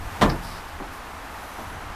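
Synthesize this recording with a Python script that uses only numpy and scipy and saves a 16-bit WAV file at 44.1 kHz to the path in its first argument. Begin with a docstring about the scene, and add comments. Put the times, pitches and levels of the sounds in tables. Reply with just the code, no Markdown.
"""A door bangs shut on a parked van, heard from inside its bare load box.
The impact excites damped modes of the panels and a low boom of the enclosed air; the door
rebounds on its seal and the latch chatters. Two soft footfalls and faint rustles of cloth follow.
Distant traffic, a fine hiss, a thin whine and a little wind come in through the open side."""
import sys
import numpy as np
from scipy import signal
from scipy.fft import rfft, irfft
from scipy.io import wavfile

SR = 44100
rng = np.random.default_rng(int(sys.argv[2]) if len(sys.argv) > 2 else 0)


def store_pcm(level_fs):
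    """Save levels as 16-bit WAV."""
    pcm = np.round(np.clip(level_fs, -1, 1) * 32767).astype(np.int16)
    wavfile.write(sys.argv[1], SR, np.atleast_2d(pcm).T)


N = 85995
T = np.arange(N) / SR
PANEL_ONSET_S = 0.2155

# Door meeting its frame: start_s, level_db, tilt_db_per_octave
DOOR_BLOWS = [(.2134, -4.5, 1.5), (.2168, 0.5, -0.5), (.2195, 0, 1.85), (.2268, -4, 0.5)]
# Crash spectrum of the door skin: frequency_hz, relative_db
CRASH_SPECTRUM = [(40, -20), (120, -24), (225, 2.5), (400, -9.5), (730, -3), (1150, -3.5), (1480, -9.5),
                  (1900, -9.5), (2600, -20), (3100, -14.5), (3900, -16.5), (4750, -26), (8000, -33),
                  (14000, -44)]
# Decay of the crash: frequency_hz, t60_s
CRASH_DECAY = [(100, 0.45), (300, 0.42), (700, 0.31), (1500, .22), (3500, 0.13), (12000, 0.2)]
# Modes of the wall panels and box: pitch_hz, level_db, t60_s
PANEL_MODES = [(76.3, -25, 0.63), (128.7, -24, 0.57), (172.4, -25, 0.665), (201.4, -18, .27),
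               (270.4, -32.5, 0.47), (329.7, -21.5, 0.37), (448.5, -25.5, 0.43), (520, -30, 0.33),
               (605, -21.5, .2), (672, -33.5, 0.62), (722.3, -14, 0.17), (880.5, -29, .42),
               (922, -28, 0.38), (1006, -19, 0.17), (1164, -28, .3), (1200, -22, 0.25), (1757, -31, 0.45),
               (3450, -52, 0.072)]
# Door rebounding on its seal: start_s, level_db, tilt_db_per_octave
SEAL_REBOUNDS = [(.2532, -1, -2.5), (.2772, -2, 0), (.3110, -9.5, 1), (.3400, -9.5, -1.)]
# Dull spectrum of the rebounds and the swing: frequency_hz, relative_db
THUMP_SPECTRUM = [(40, -14), (130, 6.5), (330, 4.5), (800, -5.5), (1600, -17), (3500, -31), (12000, -58)]
THUMP_DECAY = [(100, 0.28), (2000, 0.051)]  # frequency_hz, t60_s
# Latch contacts: start_s, level_db, tilt_db_per_octave
LATCH_BLOWS = [(.2950, -8, 7), (.2997, -0.5, -.5), (.3020, -2.5, -1.5)]
# Latch resonances: frequency_hz, relative_db
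LATCH_SPECTRUM = [(500, -8), (1550, 4), (2200, -2), (3200, -11), (4300, -5), (4750, 1), (5300, -1.5),
                  (6100, -14), (6900, -35), (14000, -22)]
LATCH_DECAY = [(1500, 0.23), (6000, 0.11)]  # frequency_hz, t60_s
# Feet on the floor: start_s, level_db, tilt_db_per_octave
FOOT_BLOWS = [(.8022, -2.5, -0.5), (1.5835, -4, 2)]
# Floor resonances: frequency_hz, relative_db
FLOOR_SPECTRUM = [(50, -25), (130, -3.5), (200, -5), (335, 1), (650, -5.5), (880, 0.5), (1400, -9),
                  (3500, -31), (12000, -47)]
FLOOR_DECAY = [(100, 0.37), (2000, 0.18)]  # frequency_hz, t60_s
# Slides of cloth: start_s, length_s, level_db, tilt_db_per_octave
CLOTH_SLIDES = [(0.414, 0.12, -44, 2), (.5, 0.12, -46.5, -1), (0.669, 0.043, -48, 6.),
                (0.907, 0.093, -46.5, 11)]
# Cloth friction spectrum: frequency_hz, relative_db
CLOTH_SPECTRUM = [(1500, -26), (3500, -3), (5200, 2.5), (6500, -13), (9800, -8.5), (14000, -15.5)]
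# Far traffic spectrum: frequency_hz, relative_db
TRAFFIC_SPECTRUM = [(60, -17), (120, -10), (175, -9), (274, -4.5), (360, -8), (580, -7.5), (790, -1),
                    (1180, -2.5), (1700, -7), (2500, -13), (4000, -20.5), (7000, -27.5), (14000, -38)]
# Swell of the traffic: time_s, level_db
TRAFFIC_LEVELS = [(0, -39.5), (.15, -36), (.4, -38), (.7, -38.5), (1.1, -38.5), (1.4, -38), (1.95, -37.5)]
# Wind rumble spectrum: frequency_hz, relative_db
WIND_SPECTRUM = [(10, -8.5), (22, -8), (35, -1.5), (55, -7.5), (80, -2.5), (105, -12), (200, -23.5),
                 (500, -47), (2000, -80)]
# Gusts: time_s, level_db
WIND_LEVELS = [(0, -32.5), (.08, -35), (.17, -42.5), (.45, -39.5), (.72, -42), (.9, -41), (1.02, -45),
               (1.55, -45.5), (1.68, -39), (1.86, -36.5), (1.95, -41)]
# Flat hiss spectrum: frequency_hz, relative_db
HISS_SPECTRUM = [(1000, -1), (7000, -1), (14000, -1)]
# Drift of the hiss: time_s, level_db
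HISS_LEVELS = [(0, -50.5), (.15, -47.5), (.35, -48.5), (.8, -53.5), (1.15, -52), (1.55, -50.5), (1.95, -55)]
# Partials of the whine: start_s, length_s, first_hz, last_hz, level_db
WHINE_PARTIALS = [(1.22, 0.48, 12200, 11680, -62), (1.24, 0.45, 10600, 10830, -64.5),
                  (1.38, 0.46, 10330, 9940, -62), (1.377, 0.49, 5980, 6070, -61.5),
                  (1.58, 0.2, 11050, 11100, -62), (1.328, .42, 14050, 14030, -63)]


def door_crash():
    """Impact excitation: brief contacts with the frame drive the door skin over a wide band."""
    return amp(11.5) * impacts(DOOR_BLOWS, CRASH_SPECTRUM, CRASH_DECAY, build_s=0.0003, direct_db=-8)


def door_swing(length_s=0.032):
    """Air displacement: a dull rush grows just before the door lands."""
    ramp = np.clip(1 - (PANEL_ONSET_S - T) / length_s, 0, 1) * (T < PANEL_ONSET_S)
    return amp(-32.5) * noise(THUMP_SPECTRUM) * ramp


def panel_ring(rise_s=0.001):
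    """Modal superposition: the struck panels ring as a sum of damped sinusoids."""
    ring = sum(amp(db) * decay(T, t60_s) * np.sin(2 * np.pi * (hz * T + rng.random()))
               for hz, db, t60_s in PANEL_MODES)
    attack = 1 - np.exp(-T / rise_s)
    return place(PANEL_ONSET_S, amp(1) * ring * attack)


def seal_rebounds():
    """Elastic rebound: the door bounces on its soft seal in dull thumps."""
    return amp(8) * impacts(SEAL_REBOUNDS, THUMP_SPECTRUM, THUMP_DECAY, build_s=0.00085, direct_db=-5.5)


def latch_chatter():
    """Hard contact: quick blows excite the high resonances of the latch."""
    return amp(-3) * impacts(LATCH_BLOWS, LATCH_SPECTRUM, LATCH_DECAY, build_s=0.00043, direct_db=-0.5)


def air_boom(start_s=0.2285, pitch_hz=38.2, rise_s=0.039, t60_s=0.57):
    """Cavity resonance: air squeezed into the box oscillates slowly and dies away."""
    envelope = np.minimum(T / rise_s, 1) * decay(T, t60_s)
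    return place(start_s, amp(-17.5) * envelope * np.sin(2 * np.pi * pitch_hz * T))


def footfalls():
    """Structure-borne sound: soft steps excite the hollow floor."""
    return impacts(FOOT_BLOWS, FLOOR_SPECTRUM, FLOOR_DECAY, build_s=0.0016, direct_db=-10)


def clothing(ramp_s=0.023, fade_db=-4):
    """Sliding friction: cloth gives short bursts of noise that swell and fade."""
    out = np.zeros(N)
    for start_s, length_s, db, tilt_db in CLOTH_SLIDES:
        t = T[:round(length_s * SR)]
        edges = np.clip(np.minimum(t, length_s - t) / ramp_s, 0, 1)
        friction = unit(colour(rng.standard_normal(N), CLOTH_SPECTRUM, tilt_db))[:len(t)]
        out += place(start_s, amp(db + fade_db * t / length_s) * edges * friction)
    return out


def traffic():
    """Incoherent addition: distant vehicles merge into one smooth noise."""
    return noise(TRAFFIC_SPECTRUM) * contour(TRAFFIC_LEVELS)


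def wind():
    """Turbulence: gusts make a low, uneven rumble."""
    return noise(WIND_SPECTRUM) * contour(WIND_LEVELS)


def hiss():
    """White noise: equal power per hertz, at a slowly drifting level."""
    return noise(HISS_SPECTRUM) * contour(HISS_LEVELS)


def whine(flutter_hz=110):
    """Random amplitude modulation: faint gliding partials spread into narrow bands."""
    out = np.zeros(N)
    lowpass = signal.butter(2, flutter_hz, fs=SR, output="sos")
    for start_s, length_s, first_hz, last_hz, db in WHINE_PARTIALS:
        progress = np.clip((T - start_s) / length_s, 0, 1)
        swell = np.sqrt(2 * abs(np.sin(np.pi * progress)))
        flutter = unit(signal.sosfilt(lowpass, rng.standard_normal(N)))
        cycles = np.cumsum(first_hz + (last_hz - first_hz) * progress) / SR
        out += amp(db) * swell * flutter * np.sin(2 * np.pi * cycles)
    return out


def impacts(blows, spectrum, decay_times, build_s, direct_db, size=32768):
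    """Reverberation: each blow is a direct pulse, then dense wall reflections dying band by band."""
    out = np.zeros(N)
    t, hz = T[:size], np.fft.rfftfreq(size, 1 / SR)
    centres_hz = np.geomspace(60, 15000, 9)
    bands = [np.interp(np.log(hz + 1), np.log(centres_hz), row) for row in np.eye(len(centres_hz))]
    for start_s, db, tilt_db in blows:
        scatter = rfft(rng.choice([-1., 1.], size))
        tail = sum(irfft(scatter * band) * decay(t, read(decay_times, centre_hz))
                   for centre_hz, band in zip(centres_hz, bands))
        tail = colour(tail * (1 - np.exp(-t / build_s)), spectrum, tilt_db)
        direct = colour(signal.unit_impulse(size), spectrum, tilt_db)
        blow = unit(tail) + amp(direct_db) * unit(direct)
        out += place(start_s, amp(db) * blow / np.linalg.norm(blow))
    return out


def colour(x, spectrum, tilt_db, size=4096):
    """Minimum-phase filtering by a spectrum, tilted around roughly 1 kHz."""
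    hz = abs(np.fft.fftfreq(size, 1 / SR))
    octaves = np.log2((hz + 100) / 1000)
    log_gain = np.log(amp(read(spectrum, hz) + tilt_db * octaves))
    response = np.exp(np.conj(signal.hilbert(log_gain)))
    return signal.fftconvolve(x, np.fft.ifft(response).real)[:len(x)]


def noise(spectrum):
    """Spectral shaping of white noise, at rms 1."""
    gain = amp(read(spectrum, np.fft.rfftfreq(N, 1 / SR)))
    return unit(irfft(rfft(rng.standard_normal(N)) * gain, N))


def read(points, hz):
    """Interpolation on a log-frequency axis."""
    points_hz, values = np.transpose(points)
    return np.interp(np.log(hz + 1), np.log(points_hz + 1), values)


def contour(levels):
    """Gain over time, interpolated in decibels."""
    return amp(np.interp(T, *np.transpose(levels)))


def decay(t, t60_s):
    """Exponential damping: 60 dB down after t60_s."""
    return amp(-60 * t / t60_s)


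def place(start_s, sound):
    """Time delay within N samples of silence."""
    return np.pad(sound, (round(start_s * SR), N))[:N]


def amp(db):
    """Decibels to amplitude ratio."""
    return 10 ** (np.asarray(db) / 20)


def unit(x):
    """Normalisation to rms 1."""
    return x / np.sqrt(np.mean(x ** 2) + 1e-20)


def scene():
    """Superposition: all sources add at one point inside the van."""
    slam = door_crash() + door_swing() + panel_ring() + seal_rebounds() + latch_chatter() + air_boom()
    return (slam + footfalls() + clothing() + traffic() + wind() + hiss() + whine())[None]


def record(dry):
    """Band limiting: a linear-phase low-pass removes the highest treble."""
    cutoff_hz = 14250
    lowpass = signal.firwin(511, cutoff_hz, window=("kaiser", 9), fs=SR)
    return signal.oaconvolve(dry, lowpass[None], "same")


dry = scene()
out = record(dry)
store_pcm(out)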